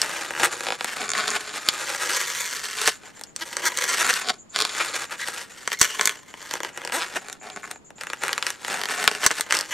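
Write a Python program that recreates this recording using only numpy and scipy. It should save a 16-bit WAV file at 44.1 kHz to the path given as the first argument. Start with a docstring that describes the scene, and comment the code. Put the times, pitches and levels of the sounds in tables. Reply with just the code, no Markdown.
"""Two hands twist and squeeze a latex balloon figure up close in a small curtained room.
A cricket chirps faintly over the room's hum throughout. From the start rubber sticks and slips on rubber:
single pops, quick creaks and a dense rubbing crackle, all ringing the taut bubbles. Between 5 and 6 s a few
slips run so fast that they whistle. The rubbing thins out past 7 s, then pops and creaks crowd in again
from 8 s to the end. The loudest pops overload the input."""
import sys
import numpy as np
from scipy import signal
from scipy.fft import rfft, irfft, next_fast_len
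from scipy.io import wavfile
from scipy.ndimage import uniform_filter1d

SR = 44100
rng = np.random.default_rng(int(sys.argv[2]) if len(sys.argv) > 2 else 0)


def inscribe(sig):
    """Save sig as 16-bit PCM at rate SR to the path in sys.argv[1].

    A 1-D sig is mono; a 2-D sig holds one channel per row.
    Samples are clipped to [-1, 1] before scaling.
    """
    pcm = np.round(np.clip(np.atleast_2d(sig).T, -1, 1) * 32767)
    wavfile.write(sys.argv[1], SR, pcm.astype(np.int16))


N = 429093
BUBBLES = 14  # bubble sizes in the figure
GIVE = .25  # how far size shifts the skin ring either way, share of its pitch


def amp(db):
    """Decibels to gain."""
    return 10 ** (np.asarray(db) / 20)


def evened(x):
    """Scales to rms 1."""
    return x / np.sqrt(np.mean(x ** 2) + 1e-20)


def read(points, hz):
    """Reads a spectrum table on a log-frequency axis."""
    f, value = np.transpose(points)
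    return np.interp(np.log(hz + 1), np.log(f + 1), value)


def drift(per_s):
    """Slow chance of rms 1 that changes about per_s times a second."""
    span = max(int(SR / per_s), 2)
    smooth = uniform_filter1d(rng.standard_normal(N), span)
    return evened(uniform_filter1d(smooth, span))


def hum(level_db=-53.5):
    """Room noise, strongest in the lows and unrelated at the two ports."""
    # colour of the noise: (frequency [Hz], relative density [dB per Hz])
    hum_colour = [(30, -9.5), (210, 0.5), (1060, -10.5), (1600, -15.5), (5500, -27.5), (8800, -31),
                  (15500, -46)]
    spectrum = rfft(rng.standard_normal((2, N)))
    spectrum *= amp(read(hum_colour, np.fft.rfftfreq(N, 1 / SR)))
    return amp(level_db) * evened(irfft(spectrum, N))


def cricket(db=-51, low_hz=6650, high_hz=7450, chirps_per_s=8.95):
    """A narrow noisy rasp in two wing strokes a chirp, with a fainter far echo between chirps."""
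    since = (np.arange(N) / SR * chirps_per_s - .22) % 1 / chirps_per_s  # s into the chirp
    wing_strokes = sum(gain * np.exp(-((since - s) / 0.015) ** 2)
                       for s, gain in ((.012, 0.89), (.034, 0.75)))
    echo = amp(-10.5) * np.exp(-np.maximum(since - .045, 0) / 0.049)
    band = signal.butter(3, [low_hz, high_hz], "band", fs=SR, output="sos")
    rasp = signal.sosfilt(band, rng.standard_normal((2, N)))
    rasp = evened(rasp + 0.45 * rasp[::-1] * [[1], [.6]])  # the ports share part of the rasp
    return amp(db + 1.5 * drift(3)) * (wing_strokes + echo) * rasp


def room(x):
    """Sparse reflections of random sign, each band dying at its own speed, partly alike at the two ports."""
    # decay time: (frequency [Hz], time to fall 60 dB [s])
    decay = [(250, 0.055), (1500, 0.047), (14000, 0.057)]
    # reflections shared by both ports: (frequency [Hz], share [0-1])
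    shared = [(100, 0.15), (400, 0.99), (1500, 0.55), (4000, 0.95), (9000, 0.024)]
    # colour of the reflections: (frequency [Hz], level [dB])
    reflection_colour = [(300, -2), (2000, -6.5), (9000, -10)]
    size = SR // 2
    # one reflection somewhere in every 20 samples
    at = np.arange(80, size - 20, 20) + rng.integers(0, 20, (2, (size - 81) // 20))
    taps = np.zeros((2, size))
    np.put_along_axis(taps, at, rng.choice([-1., 1.], at.shape), 1)
    hz, t, z = signal.stft(taps, SR, nperseg=128)
    alike = np.clip(read(shared, hz), 0, 1)[:, None]
    z[1] = alike * z[0] + np.sqrt(1 - alike ** 2) * z[1]
    t60 = np.maximum(read(decay, hz), .02)[:, None]
    tail = signal.istft(z * amp(-60 * t / t60), SR, nperseg=128)[1]
    length = tail.shape[1]
    colour = amp(read(reflection_colour, np.fft.rfftfreq(length, 1 / SR))) / np.linalg.norm(tail[0])
    return signal.oaconvolve(x[None], irfft(rfft(tail) * colour, length), axes=1)[:, :N]


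def ports(x):
    """Two close microphone ports: a small lean in level and a phase lead that change with pitch."""
    # left port ahead of the right: (frequency [Hz], phase [rad])
    lead = [(0, 0), (260, 0.6), (690, 0.1), (2070, -0.1), (8010, 0.4), (8790, 1.4), (10800, 0.3),
            (15400, -0.1)]
    # left minus right: (frequency [Hz], level [dB])
    lean = [(60, -22), (180, 1.5), (550, 2.5), (1650, 2), (4970, -1.5), (15000, 3.5)]
    size = next_fast_len(N)
    hz = np.fft.rfftfreq(size, 1 / SR)
    half = amp(read(lean, hz) / 2) * np.exp(.5j * read(lead, hz))  # each port takes half the difference
    return irfft(rfft(x, size) * np.array([half, 1 / half]), size)[:, :N]


def squeaks():
    """Slips so fast that they whistle: a wavering tone with its second and third harmonic."""
    # whistles: (start [s], end [s], first pitch [Hz], last pitch [Hz], fundamental level [dB],
    # rms pitch waver [share])
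    whistles = [(5.191, 5.248, 1880, 1980, -31, .11), (5.732, 5.752, 1700, 2050, -30, .05),
                (5.771, 5.792, 2200, 2050, -40, .02), (5.844, 5.866, 2950, 2900, -28, .03),
                (5.893, 5.962, 2950, 2900, -33, .03)]
    out, waver = np.zeros(N), drift(1200)
    for start, end, first_hz, last_hz, db, unsteady in whistles:
        part = slice(int(start * SR), int(end * SR))
        n = part.stop - part.start
        pitch_hz = np.linspace(first_hz, last_hz, n) * (1 + unsteady * waver[part])
        phase = 2 * np.pi * np.cumsum(pitch_hz) / SR
        tone = np.sin(phase) + amp(-9) * np.sin(2 * phase) + amp(-18) * np.sin(3 * phase)
        level = amp(db + 30 * unsteady * waver[::-1][part])  # level wavers apart from pitch
        out[part] += level * tone * signal.windows.tukey(n, .15)
    return out


def handled(s, chance, rest_hz=1600):
    """The bubble whose size fits the tightness at time s, give or take a neighbour."""
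    # tightness of the handled bubble: (time [s], centre of its skin ring [Hz])
    tightness = [(0, 1653), (.7, 1347), (.9, 1599), (1.1, 1246), (1.75, 1453), (2.4, 1939), (2.85, 1537),
                 (3.9, 1841), (4.02, 1395), (4.15, 1705), (4.25, 1145), (6.05, 1857), (7.5, 1401),
                 (9.7, 1659)]
    place = (np.interp(s, *np.transpose(tightness)) / rest_hz - 1) / (2 * GIVE) + .5  # rest_hz: middle bubble
    return np.clip(np.round(place * (BUBBLES - 1) + 1.5 * chance), 0, BUBBLES - 1)


def rubbed():
    """Which bubble each grain rings: near the handled one, the fingers shifting every 1200 samples."""
    held = np.repeat(rng.standard_normal(N // 1200 + 1), 1200)[:N]
    return handled(np.arange(N) / SR, held + rng.standard_normal(N))


def rubbing():
    """Times, then ring, hollow and bright levels in dB: each stroke sets in, leans louder or softer, and dies."""
    # strokes of skin or rubber over rubber: (grip [s], let-go [s], first level [dB], last level [dB],
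    # hollow part against the ring [dB], bright part against the ring [dB])
    rub_strokes = [(0, 0.265, -33.5, -37, -6.5, -3), (0.283, 0.451, -44.5, -26.5, -2.5, -2),
                   (0.507, 0.741, -36.5, -39, -5.5, -0.5), (0.798, 0.926, -39, -29.5, -9, -3),
                   (0.971, 1.052, -35.5, -31, -4.5, -2), (1.156, 1.363, -27, -31.5, -7.5, -2.5),
                   (1.411, 1.635, -34, -38.5, -7, -0.5), (1.669, 2.126, -34, -29.5, -8, -0.5),
                   (2.126, 2.79, -29, -37.5, -13, 0.5), (2.764, 2.886, -36.5, -23.5, -12, 1.5),
                   (3.016, 3.267, -49, -56.5, -4, -3), (3.394, 3.548, -43.5, -41.5, -6.5, 1),
                   (3.562, 3.707, -39.5, -32.5, -5, -3), (3.746, 4.078, -36, -23, -9.5, -1.5),
                   (4.097, 4.222, -28, -34, -12.5, -1.5), (4.252, 4.309, -38.5, -38, -1.5, 2),
                   (4.563, 4.732, -34.5, -34, -7.5, 2), (4.746, 5.018, -31.5, -33.5, -8, -1),
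                   (5.109, 5.151, -34.5, -45, -8.5, -5.5), (5.204, 5.235, -33, -43.5, -14, 2.5),
                   (5.27, 5.422, -36.5, -38.5, -8.5, -0.5), (5.481, 5.714, -48, -46.5, -9, -1.5),
                   (5.73, 5.74, -28, -35.5, -9, -1), (5.821, 5.925, -27, -40, -13, -0.5),
                   (5.93, 6.091, -38.5, -34, -8.5, -1.5), (6.11, 6.315, -43.5, -53.5, -7, -3),
                   (6.347, 6.57, -51, -37, -6, -2), (6.641, 6.722, -35, -52, -3.5, -5),
                   (6.716, 6.91, -46, -41, -6.5, -8), (6.96, 7.047, -39, -30, -6.5, -2.5),
                   (7.067, 7.177, -52, -35, -3.5, -3), (7.248, 7.337, -45, -49.5, -3, -2.5),
                   (7.438, 7.712, -46.5, -45.5, -2, -3), (8.01, 8.18, -43.5, -47.5, -6, -5),
                   (8.234, 8.438, -30.5, -41.5, -6, -4.5), (8.477, 8.534, -30, -42, -11, -2.5),
                   (8.584, 8.7, -53, -35, -2.5, 0.5), (8.713, 8.876, -25, -41, -4, -3.5),
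                   (8.908, 9.23, -28, -40, -5.5, -2.5), (9.24, 9.407, -30.5, -38, -11.5, 0),
                   (9.449, 9.497, -47, -40, -3, -5.5), (9.542, 9.649, -19.5, -42, -9.5, -4),
                   (9.652, 9.73, -41, -44.5, -5, 0.5)]
    grip_db_per_s, let_go_db_per_s = 590, 338.5  # how fast a stroke sets in and dies
    jerk_db, jerky_s = 2, 0.46  # strokes up to jerky_s long move in full jerks; longer ones glide more evenly
    t, power = np.arange(0, N / SR + .01, .002), 1e-9
    jerks = np.interp(t * SR, np.arange(N), drift(31))
    for grip, let_go, first_db, last_db, hollow_db, bright_db in rub_strokes:
        db = np.interp(t, [grip, max(let_go, grip + .01)], [first_db, last_db])
        db -= grip_db_per_s * np.maximum(grip - t, 0)
        db -= let_go_db_per_s * np.maximum(t - let_go, 0)
        db += jerk_db * min(jerky_s / max(let_go - grip, .01), 1) * jerks
        power = power + amp(db + np.array([[0], [hollow_db], [bright_db]])) ** 2
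    return np.vstack([t, 10 * np.log10(power)])


def crackle(dense_per_s=3000, sparse_per_s=300, sparse_db=-1.0, size_db=3.5):
    """Random slips of rms 1: a fine fizz and fewer large ones, arriving in brief clumps."""
    fizz = rng.standard_normal(N) * (rng.random(N) < dense_per_s / SR)
    sizes = amp(size_db * np.minimum(rng.exponential(1, N), 3))
    large = sizes * (rng.random(N) < sparse_per_s / SR)
    clumps = amp(1.6 * drift(80))
    return evened(clumps * (evened(fizz) + amp(sparse_db) * evened(large)))


def slips():
    """Every pop and every slip of a creak as columns (s, ring dB, snap dB, hollow against ring dB, bubble)."""
    # single slips: (time [s], skin ring peak [dB], bright snap peak [dB], hollow part against the ring [dB])
    pops = [(0.017, -15, 1.5, -19), (0.307, -16, -18.5, -7), (0.433, -6, -7, -9.5),
            (0.6071, -16, -16, -6.5), (.809, -14, -12, -8), (.845, -13, -9.5, -5.5), (.858, -29, -24, -8),
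            (1.092, -18, -10, -8), (1.1352, -19, -9, -8), (1.1514, -14, -24, -15), (1.2798, -27, -8, -14),
            (1.304, -28, -8.5, -15), (1.6876, -10.5, 6, -23), (2.876, -4.5, 2.5, -11),
            (2.8825, -9, -9, -8.5), (3.195, -39, -30, -5), (3.2122, -28.5, -21.5, -2),
            (3.237, -38, -16.5, -7), (3.3625, -27.5, -11.5, -17), (3.529, -21, -24, -13),
            (3.568, -14, -7.5, -14), (3.7733, -25, -6.5, -23), (3.787, -12, -9, -18),
            (3.8406, -12, -7, -22), (4.066, -14, -11, -9), (4.1393, -29, -5.5, -11),
            (4.2867, -18, -6.5, -14), (4.295, -15, -6, -13), (4.2992, -12, -7, -13),
            (4.303, -15.5, -6, -3.5), (4.561, -13, -3, -10.5), (4.6216, -17, -3.5, -3.5),
            (4.651, -14, -6, -21), (4.963, -19.5, -11.5, -14), (5.285, -16.5, -14, -7.5),
            (5.6761, -9, -9, -10), (5.718, -14.5, -16, -14), (5.814, -1, 12.5, -22.5),
            (5.8294, -11, -3.5, -34.5), (5.995, -9, -17, -8.5), (6.011, -6, -3.5, -12),
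            (6.056, -15, 2, -28), (6.074, -5, -0.5, -26), (6.094, -10, -11, -23), (6.34, -25, -32, -4),
            (6.5112, -20.5, -14.5, -10), (6.538, -17.5, -10, -1.5), (6.554, -17.5, -19, -4.5),
            (6.6037, -16.5, -20, -4.5), (6.6328, -18, -15, -5), (6.648, -18, -19, -7),
            (6.7751, -21, -16.5, -5), (6.8498, -21.5, -15, -1), (6.875, -18.5, -17, -8),
            (6.897, -24, -26, -4), (6.9228, -15, -16, -19), (7.328, -30, -15, -22), (7.501, -30, -20.5, -5),
            (7.562, -23.5, -21.5, -6), (7.572, -24, -29, -3.5), (7.655, -37, -29, -3),
            (7.676, -31, -32, -4), (7.713, -20, -15, -16), (7.759, -31.5, -37, -2),
            (7.905, -34, -32.5, 0.5), (7.983, -38, -33, -1), (8.011, -21, -18, -15),
            (8.0353, -19.5, -21, -14), (8.0697, -19, -21.5, -16), (8.1008, -19, -18, -12),
            (8.1332, -13.5, -16, -13.5), (8.236, -9.5, -12, -8.5), (8.2812, -11.5, -13, -19),
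            (8.2923, -11.5, -20, -18), (8.3302, -12.5, -7, -23), (8.379, -9.5, -12, -22.5),
            (8.426, -12.5, -7, -24), (8.4666, -10.5, -7, -21), (8.5039, -19.5, -9, -13),
            (8.648, -18, -17.5, -8.5), (8.6818, -14, -16, -8), (8.8875, -16, -16, -19),
            (9.041, -13, -9.5, -6), (9.056, -35, -22, -12), (9.077, 1, 6.5, -17), (9.114, -16.5, -13.5, -3),
            (9.1502, -15.5, -15, -9), (9.233, -11, -21, -7.5), (9.2557, -15, -18, -2),
            (9.2639, 0.5, 9.5, -18), (9.3065, -9, -30, -10), (9.3128, -10, -9, -8),
            (9.3967, -16.5, -19, -3.5), (9.4094, -12, -3.5, -20), (9.5084, -8, -11, -17),
            (9.524, -3, -3, -23)]
    # runs of even slips: (start [s], end [s], first rate [Hz], last rate [Hz], ring peak before swell [dB],
    # snap peak before swell [dB], hollow part against the ring [dB])
    creaks = [(0.337, 0.385, 71, 89.7, -18.5, -25, -19), (0.668, 0.739, 55, 55.5, -13.5, -12, -4.5),
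              (4.589, 4.613, 71.1, 132.3, -14.5, -4.5, -13), (8.815, 8.861, 47.5, 53.5, -16, -12, -9),
              (9.5505, 9.61, 52.6, 45.9, -21.5, -5.5, -2.5), (1.103, 1.13, 71.2, 73, -17, -8, -13.5),
              (7.2846, 7.299, 72.4, 72, -22.5, -20, -8), (5.79, 5.809, 161.6, 186, -36, -14, -22),
              (0.432, 0.46, 235, 458, -9.5, -8.5, -23.5), (3.41, 3.437, 311, 336, -24.5, -20.5, -9),
              (3.652, 3.685, 353, 301, -12, -8.5, -44), (3.88, 3.915, 342, 357, -16.5, -15.5, -27),
              (3.994, 4.026, 305.6, 338, -16, -10, -10), (4.09, 4.108, 228.8, 249, -8.5, -8.5, -32),
              (4.797, 4.819, 232, 414, -12, -16.5, -14), (6.921, 6.971, 211.2, 332, -17.5, -16, -6),
              (6.96, 6.998, 338, 339, -28, -21, 1), (7.002, 7.037, 159.8, 187.6, -18.5, -13.5, -14),
              (7.158, 7.175, 295, 374, -16.5, -19, -5.5), (7.413, 7.518, 107.5, 104.7, -33.5, -49, -3),
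              (7.632, 7.651, 109.2, 110, -22.5, -44, -18), (9.709, 9.747, 280, 394, -20.5, -22.5, -14.5)]
    rows = [(*pop, handled(pop[0], rng.standard_normal())) for pop in pops]
    for start, end, first_hz, last_hz, ring_db, snap_db, hollow_db in creaks:
        bubble = handled(start, rng.standard_normal())
        s = start
        # chance lateness [share of a period], ring and snap [dB]; slower creaks are steadier
        wobble = rng.standard_normal((64, 3)) * min(first_hz / 300, 1) * [.025, 1.5, 2.5]
        for late, full_db, sharp_db in wobble:
            u = (s - start) / (end - start)
            if u > 1:
                break
            swell_db = -5. * min(first_hz / 200, 1) * (2 * u - 1) ** 2  # the grip tightens, then lets go
            rows.append((s, ring_db + swell_db + full_db, snap_db + swell_db + sharp_db, hollow_db, bubble))
            s += (1 + late) / (first_hz + u * (last_hz - first_hz))
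    return np.array(rows).T


def ring(modes, stretch, tear_s):
    """One bubble's answer to a slip, peak 1: decaying modes shifted by its size and weighted by its shape."""
    t = np.arange(768) / SR
    weight_db, shift = rng.standard_normal((2, len(modes))) * [[1.5], [.05]]
    wave = np.zeros(len(t))
    for k, (hz, width, db) in enumerate(modes):
        swing = (-1) ** k * np.sin(2 * np.pi * hz * stretch * (1 + shift[k]) * t)  # neighbours swing opposite ways
        wave += amp(db + weight_db[k]) * np.exp(-np.pi * width * t) * swing
    wave *= 1 - np.exp(-t * modes[0][0] * 2.5)  # the rubber lets go within part of a cycle
    tear = rng.standard_normal(256) * np.exp(-t[:256] / tear_s)  # the contact peels away in a ragged instant
    tear[0] = 4
    wave = np.convolve(wave, tear)[:len(t)]
    return wave / abs(wave).max()


def balloon():
    """Slips and the crackle of rubbing strike the modes of bubbles of different size."""
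    # what a middle bubble rings with, hollow, skin and bright:
    # (nominal frequency [Hz], width [Hz], relative level [dB])
    drum, skin, snap = [(196, 212, -10), (434.5, 312, 3.5), (577, 269, 1), (877, 234, 4)], [(1077, 330, -4.5), (1392, 330, 0.5), (1903, 436, 3), (2778, 318, -1)], [(3840, 1466, 1.5), (5820, 930, -2.5), (7480, 1750, 5),
                                                    (10820, 3590, 1.5), (12500, 2000, -6)]
    s, ring_db, snap_db, hollow_db, bubble = slips()
    at = np.minimum((s * SR).astype(int), N - 1)
    t = np.arange(N) / SR
    rub_t, rub_ring_db, rub_hollow_db, rub_bright_db = rubbing()
    grains, where = crackle(), rubbed()
    stretches, out = np.linspace(-GIVE, GIVE, BUBBLES), np.zeros(N)
    # modes, slip dB, rub dB, tear s, share of the size shift; the longer tear keeps the treble ragged
    parts = ((skin, ring_db, rub_ring_db, .0001, 1),
             (drum, ring_db + hollow_db, rub_hollow_db, .0001, .5),
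             (snap, snap_db, rub_bright_db, .0007, .5))
    for modes, slip_db, rub_db, tear_s, follow in parts:
        level = amp(np.interp(t, rub_t, rub_db))
        for k in range(BUBBLES):
            wave = ring(modes, 1 + follow * stretches[k], tear_s)
            drive = grains * level * (where == k) / np.linalg.norm(wave)
            drive += np.bincount(at, amp(slip_db) * (bubble == k), N)
            out += signal.oaconvolve(drive, wave)[:N]
    return out


def scene():
    """The close balloon, its lows thinned below 160 Hz; its reflections, the cricket and the hum."""
    bass_cut = signal.butter(2, 160, "high", fs=SR, output="sos")
    near = signal.sosfilt(bass_cut, balloon() + squeaks())
    turn = np.arange(N) / SR * 4  # rad; the moving hands keep changing the paths of the reflections
    reflections = sum(room(near * np.sqrt(2 / 3) * np.cos(turn + k * np.pi / 3)) for k in range(3))
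    return ports(near) + reflections + cricket() + hum()


def record(dry, edge_hz=15800):
    """The input clips at full scale, lopsidedly, so each overload leaves a low thump; then the band limit."""
    over = np.clip(abs(dry) - 1, 0, 1)
    thump = amp(-11) * uniform_filter1d(over, size=40)
    clipped = np.clip(dry + thump, -1, 1)
    band_limit = signal.firwin(511, edge_hz, window=("kaiser", 9), fs=SR)
    return signal.oaconvolve(clipped, band_limit[None], "same")


dry = scene()
out = record(dry)
inscribe(out)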